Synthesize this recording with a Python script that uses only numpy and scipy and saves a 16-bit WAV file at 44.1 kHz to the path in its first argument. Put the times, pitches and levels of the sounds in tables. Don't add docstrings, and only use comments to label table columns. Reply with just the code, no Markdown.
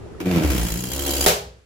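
import sys
import numpy as np
from scipy import signal
from scipy.fft import rfft, irfft
from scipy.io import wavfile
from scipy.ndimage import uniform_filter1d

SR = 44100
rng = np.random.default_rng(int(sys.argv[2]) if len(sys.argv) > 2 else 0)


def amp(db):
    return 10 ** (np.asarray(db, float) / 20)


def write(x):
    x = np.atleast_2d(x).T
    wavfile.write(sys.argv[1], SR, np.round(np.clip(x, -1, 1) * 32767).astype(np.int16))


N = 72765
T = np.arange(N) / SR

POP_S = 1.2616
LOOK_S = 0.006
STRETCH_S = (0.4, 0.82)

# t/s, strike level/dB
LONGEST_BLADE = [(0.2011, 6), (0.2563, -20), (0.3102, -22), (0.3688, -34), (0.4313, -25.5), (0.4993, -4),
                 (0.5767, -13), (0.6638, -39.5), (0.755, -24), (0.8364, -14), (0.916, -18), (0.9905, -34),
                 (1.0612, -19), (1.1341, -16), (1.2075, -8)]
BLADE_REACH = [0, -2.5, -5, -6, -8]
# t/s, drumming/dB, whole-skin swing over drumming/dB, scrape/dB,
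# belly (two lowest skin modes) over its mean/dB
BALLOON_CONTACT = [(0.2, -33, -38, -36, -8), (0.21, -22.5, -23, -39.5, -11),
                   (0.245, -32.5, -26, -43.5, -1.5), (0.273, -18.5, -19, -33.5, 1),
                   (0.376, -18.5, -9, -25.5, 4), (0.408, -23, -42, -30, 9), (0.45, -17, 1, -26.5, -8.5),
                   (0.482, -37, 16, -29, -4), (0.502, -20.5, 3.5, -29, -15), (0.533, -24, -1.5, -25.5, 2.5),
                   (0.649, -28.5, 7.5, -28, 8), (0.681, -32.5, -12, -27.5, 16.5),
                   (0.722, -30.5, 6, -30, 8.5), (0.852, -31, -17, -34, 8.5), (0.938, -34, 0, -31.5, 3.5),
                   (1.096, -28, -4.5, -25.5, -1), (1.245, -28, 1.5, -24, -4), (1.256, -25.5, -27, -21.5, 6)]
# f/Hz, time to fall 60 dB/s
ROOM_DECAY = [(100, 0.93), (260, 0.42), (700, 0.42), (1840, 0.36), (4850, 0.37), (12800, 0.25)]


def evened(x):
    return x / np.sqrt(np.mean(x ** 2) + 1e-20)


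def read(points, hz):
    f, value = np.transpose(points)
    return np.interp(np.log(hz + 1), np.log(f + 1), value)


def ramp(span):
    return np.clip((T - span[0]) / (span[1] - span[0]), 0, 1)


def resonate(x, hz, width):
    turn = np.exp(2j * np.pi * np.cumsum(hz * np.ones(N)) / SR)
    r = np.exp(-np.pi * abs(width) / SR)
    return 2 * (turn * signal.lfilter([1 - r], [1, -r], x / turn)).real


def twice(x, hz, width):
    return resonate(resonate(x, hz, width), hz, width)


def pair(colour, same):
    hz = np.fft.rfftfreq(N, 1 / SR)
    a, b = rfft(rng.standard_normal((2, N)))
    c = np.clip(read(same, hz), -1, 1)
    both = np.array([a, c * a + np.sqrt(1 - c ** 2) * b])
    return evened(irfft(both * amp(read(colour, hz)), N))


def steady(x, on):
    power = uniform_filter1d((x ** 2).mean(0), size=6001)
    touched = uniform_filter1d(on * 1., size=6001) + 1e-3
    return x / np.sqrt(power / touched + 1e-12)


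def fan():
    # f/Hz, level/dB per Hz
    wash_colour = [(18, -40.5), (30, -15.5), (64, -11.5), (108, -9.5), (311, -18.5), (357, -12),
                   (465, -11.5), (490, -20), (2000, -39.5), (2600, -71), (4400, -120)]
    # f/Hz, level/dB per Hz
    air_colour = [(880, -19), (1500, -13.5), (1720, -16), (2740, -16), (3180, -19), (9750, -25.5),
                  (16000, -50)]
    # f/Hz, left-right likeness/-1 to 1
    air_likeness = [(60, 0.4), (250, 0.25), (700, 0.19), (1500, 0.05)]
    # t/s, level/dB, f/Hz
    rattles = [
        (.012, -36, 1000),
        (0.05, -50, 1110),
        (.062, -26, 600),
        (.135, -43, 1530),
        (0.148, -32, 1290),
        (0.181, -37, 1850),
    ]
    after = T > POP_S
    hum = evened(twice(rng.standard_normal(N), 65.3, 31))
    wash = amp(-37.5) * pair(wash_colour, air_likeness) + amp(-46.5) * hum
    lull = uniform_filter1d(np.where(after, amp(-21.5), 1.), size=301)
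    air = amp(-55.5 - 5 * after) * pair(air_colour, air_likeness)
    tick = np.zeros(N)
    for start, db, hz in rattles:
        t = np.maximum(T - start, 0)
        tick = tick + amp(db) * t / 0.002 * np.exp(-t / 0.0016) * np.sin(2 * np.pi * hz * t)
    low_hum = after * amp(-43.5 - 28 * (T - POP_S)) * np.sin(2 * np.pi * 63.3 * T)
    return lull * wash + air + tick + low_hum


def room(x, t60_scale=1):
    taps = np.zeros((2, SR // 2))
    at = np.arange(100, SR // 2 - 20, 20) + rng.integers(0, 20, (2, (SR // 2 - 101) // 20))
    np.put_along_axis(taps, at, rng.choice([-1., 1.], at.shape), 1)
    hz, t, z = signal.stft(taps, SR, nperseg=256)
    t60 = t60_scale * read(ROOM_DECAY, hz)[:, None]
    tail = signal.istft(z * amp(-60 * t / t60), SR, nperseg=256)[1]
    return signal.fftconvolve(x, tail / np.linalg.norm(tail[0]), axes=1)[:, :N]


def blades():
    s = np.transpose(LONGEST_BLADE)[0]
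    first = s[0]
    s = np.r_[2 * s[0] - s[1], s, 2 * s[-1] - s[-2], 3 * s[-1] - 2 * s[-2]]
    turns = np.interp(T, s, np.arange(len(s)))
    count = len(BLADE_REACH) * uniform_filter1d(turns, size=2001)
    return count, (T > first - .001) & (T < POP_S - LOOK_S)


def strikes(count, touching, spread_db, jitter, reach):
    luck = rng.standard_normal((200, 2))
    k = np.flatnonzero(np.diff(np.floor(count)) * touching[1:])
    n = np.floor(count[k + 1]).astype(int)
    blade = n % len(BLADE_REACH)
    at = k + (jitter * SR / 70 * abs(luck[n, 0])).astype(int) * (blade > 0)
    out = np.zeros(N)
    out[at] = amp(reach * np.array(BLADE_REACH)[blade] + spread_db * luck[n, 1])
    return out


def skin_swing(count, gate):
    s, drum_db, swing_db = np.transpose(BALLOON_CONTACT)[:3]
    skew = 0.11 + 0.34 * np.sin(2 * np.pi * 12 * T)
    phase = 2 * np.pi * count + 2.2 + skew * np.array([[-1], [1]])
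    return np.sqrt(2) * np.cos(phase) * gate * amp(np.interp(T, s, drum_db + swing_db))


def skin_drum(count, on, gate):
    # f/Hz, width/Hz, level while slack/dB, level once taut/dB
    skin_modes = [(107.3, 23, -6.5, -4.5), (182, 26.4, -1.5, -41), (286, 41.5, -1.5, -4),
                  (336.9, 43, -1.5, -20), (500.6, 48, -14, -7), (630, 27, -15.5, -17),
                  (747, 25.4, -21.5, -14)]
    # f/Hz, width/Hz, level/dB
    long_rings = [(343, 18, 1), (750, 16, -24)]
    s, drum_db, _, _, belly_db = np.transpose(BALLOON_CONTACT)
    slap = evened(strikes(count, on, spread_db=2.6, jitter=.024, reach=0.25))
    slap = slap + .28 * rng.standard_normal((2, N)) * on
    slap = signal.sosfilt(signal.butter(2, 900, fs=SR, output="sos"), slap)
    taut = ramp((0.8874, 0.8883))
    belly = np.interp(T, s, belly_db)
    drum = np.zeros((2, N))
    for k, (f, width, slack_db, taut_db) in enumerate(skin_modes):
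        db = slack_db + (taut_db - slack_db) * taut + (k < 2) * belly
        drum = drum + (-1) ** k * amp(db) * resonate(slap, f, width)
    swell = np.sqrt(2) * abs(np.sin(np.pi * (count / len(BLADE_REACH) - 0.023)))
    late_level = drum[:, taut == 1].std()
    for f, width, db in long_rings:
        ring = steady(resonate(slap, f, width), on) * gate
        drum = drum + taut * swell * late_level * amp(db) * ring
    return steady(drum, on) * amp(np.interp(T, s, drum_db))


def scrape_bursts(count, on):
    s, scrape_db = np.transpose(BALLOON_CONTACT)[[0, 3]]
    clicks = strikes(count, on, spread_db=1.3, jitter=0.0302, reach=0.75)
    at, db = np.transpose(LONGEST_BLADE)
    over_db = db - np.interp(at, s, scrape_db)
    accent = np.ones(N)
    for start, d in zip(at, over_db - over_db.mean()):
        accent = accent + (amp(.3 * d) - 1) * (abs(T - start) < .005)
    u = T[:3000] / 0.0061
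    bursts = signal.oaconvolve(clicks * accent, np.minimum(u / .6, 1) * np.exp(-u))[:N]
    return bursts * amp(3 * evened(uniform_filter1d(rng.standard_normal(N), size=40)))


def guard_rings(grit, count):
    # f/Hz, width/Hz, level/dB
    guard_modes = [(2830, 150, -1), (3200, 190, 3), (4060, 200, 0), (4800, 420, 0), (7000, 800, -2),
                   (10300, 1200, -3), (12600, 1200, -2)]
    luck = rng.standard_normal((200, 2 * len(guard_modes)))[count.astype(int)].T
    rings = np.zeros((2, N))
    for k, (f, width, db) in enumerate(guard_modes):
        rings = rings + twice(grit * amp(db + 3.5 * luck[k]), f * (1 + .022 * luck[-1 - k]), width)
    return evened(rings)


def skin_scrape(count, on, gate):
    # f/Hz, level/dB per Hz
    light_colour = [(290, -33), (500, 1), (678, -7.5), (1950, -12), (2360, -9), (3650, -17), (9360, -23.5),
                    (15100, -22.5), (16000, -54.5)]
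    # f/Hz, level/dB per Hz
    stretched_colour = [(290, -28), (500, -8.5), (750, -7.5), (819, -10), (2130, -9), (3150, -6),
                        (3590, -12.5), (7210, -5.5), (16000, -10.5)]
    # f/Hz, left-right likeness/-1 to 1
    hiss_likeness = [(60, 0.31), (180, 0.23), (550, 0.75), (1650, 0.12), (4970, 0.25), (15000, 0.18)]
    # f/Hz, width/Hz, depth/0-1
    guard_gaps = [(2600, 160, .5), (3620, 160, .45), (4360, 150, .5)]
    s, scrape_db = np.transpose(BALLOON_CONTACT)[[0, 3]]
    bursts = scrape_bursts(count, on)
    share = ramp(STRETCH_S)
    hiss = np.sqrt(1 - share) * amp(-3.5) * pair(light_colour, hiss_likeness)
    hiss = hiss + np.sqrt(share) * pair(stretched_colour, hiss_likeness)
    hiss = hiss * (bursts + amp(-18 + 7 * (1 - share)) * gate)
    grit = rng.standard_normal((2, N)) * bursts
    for k, (f, width, depth) in enumerate(guard_gaps):
        drift = 1 + .8 * np.sin(2 * np.pi * 2.3 * T + 2 * k)
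        hiss = hiss - depth * share * drift * resonate(hiss, f, width)
    hiss = hiss + amp(-1) * share * guard_rings(grit, count) * hiss.std()
    slack_ring = evened(resonate(grit, 2354, 87))
    hiss = hiss + amp(-15.5) * (1 - share) * slack_ring * hiss.std()
    return hiss * amp(np.interp(T, s, scrape_db) + 8.0)


def pop():
    # f/Hz, level/dB per Hz
    pop_colour = [(35, -44), (60, -8.5), (319, -23), (385, -6), (589, -4), (988, -13), (12600, -16.5),
                  (15500, -17), (16700, -46)]
    # f/Hz, left-right likeness/-1 to 1
    pop_likeness = [(60, 1), (240, 1), (600, 0.53), (1100, -0.61), (3770, 0.28), (15000, -0.47)]
    # f/Hz, level/dB, time to fall 60 dB/s
    room_modes = [(407.4, -19, 0.42), (510, -35, 0.69), (642, -23, 0.32), (674, -33, 0.27),
                  (755, -20.5, 0.23), (846, -29, 0.16), (169.3, -25, 0.42), (57.2, -26.5, 0.26)]
    # f/Hz, level/dB, time to fall 60 dB/s
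    torn_rings = [(380, -12, 0.041), (600, -19, .09), (1910, -14, .018), (3000, -21, .015),
                  (3650, -21, 0.009), (5090, -25, .015)]
    t = np.maximum(T - POP_S, 0)
    echo = amp(-13) * np.exp(-((t - 0.022) / 0.0059) ** 2)
    tear = pair(pop_colour, pop_likeness) * (T >= POP_S) * np.minimum(t / .0008, 1)
    tear = tear * (np.exp(-t / .0035) + echo) * amp(-3.5)
    u = np.maximum(t - .0015, 0) / 0.00033
    blast = amp(-2.5) * u * (2 - u) * np.exp(-u)

    hz, s, z = signal.stft(pair(pop_colour, pop_likeness), SR, nperseg=256)
    late = np.maximum(s - POP_S - 0.023, 0)
    decay = amp(-60 * late / read(ROOM_DECAY, hz)[:, None])
    tail = signal.istft(z * decay, SR, nperseg=256)[1][:, :N]
    tail = tail * np.minimum(t / 0.001, 1) * amp(-12)

    phases = rng.uniform(0, 2.5, (len(room_modes), 2, 1))
    modes = np.zeros((2, N))
    for (f, db, t60), phase in zip(room_modes, phases):
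        modes = modes + amp(db - 60 * t / t60) * np.sin(2 * np.pi * f * t + phase)
    age = np.maximum(t - 0.001854, 0)
    crack = sum(amp(db - 60 * age / t60) * np.sin(2 * np.pi * f * age) for f, db, t60 in torn_rings)
    return tear + blast + crack + tail + modes * np.minimum(t / 0.0012, 1)


def scene():
    count, on = blades()
    gate = uniform_filter1d(on * 1., size=101)
    drum = skin_drum(count, on, gate)
    hiss = skin_scrape(count, on, gate)
    rub = drum + hiss
    wet = room(amp(-1) * drum + hiss, t60_scale=0.98)
    wet = wet * uniform_filter1d(1. * (T < POP_S - LOOK_S), size=201)
    side = signal.sosfilt(signal.butter(1, 250, "high", fs=SR, output="sos"), wet - wet.mean(0))
    rub = np.array([np.roll(rub[0], -2), rub[1]])
    before = rub + skin_swing(count, gate) + amp(-8) * (wet.mean(0) + side) + fan()
    clamp = ramp((POP_S - 1.4 * LOOK_S, POP_S - .5 * LOOK_S)) * (T < POP_S + LOOK_S)
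    return before * amp(-16 * clamp) + pop()


def low_pass(x):
    return signal.sosfilt(signal.butter(12, 16820, fs=SR, output="sos"), x)


def record(dry):
    dry = dry - .6 * resonate(dry, 8800, 1100)
    ceiling, fade_s = 1.1, 1.58
    treble_cut = signal.cheby2(16, 40, 16300, fs=SR, output="sos")
    held = signal.sosfiltfilt(treble_cut, ceiling * np.tanh(dry / ceiling))
    fade = amp(-4 * (np.maximum(T - fade_s, 0) / (T[-1] - fade_s)) ** 2)
    return low_pass(held * fade)


dry = scene()
out = record(dry)
write(out)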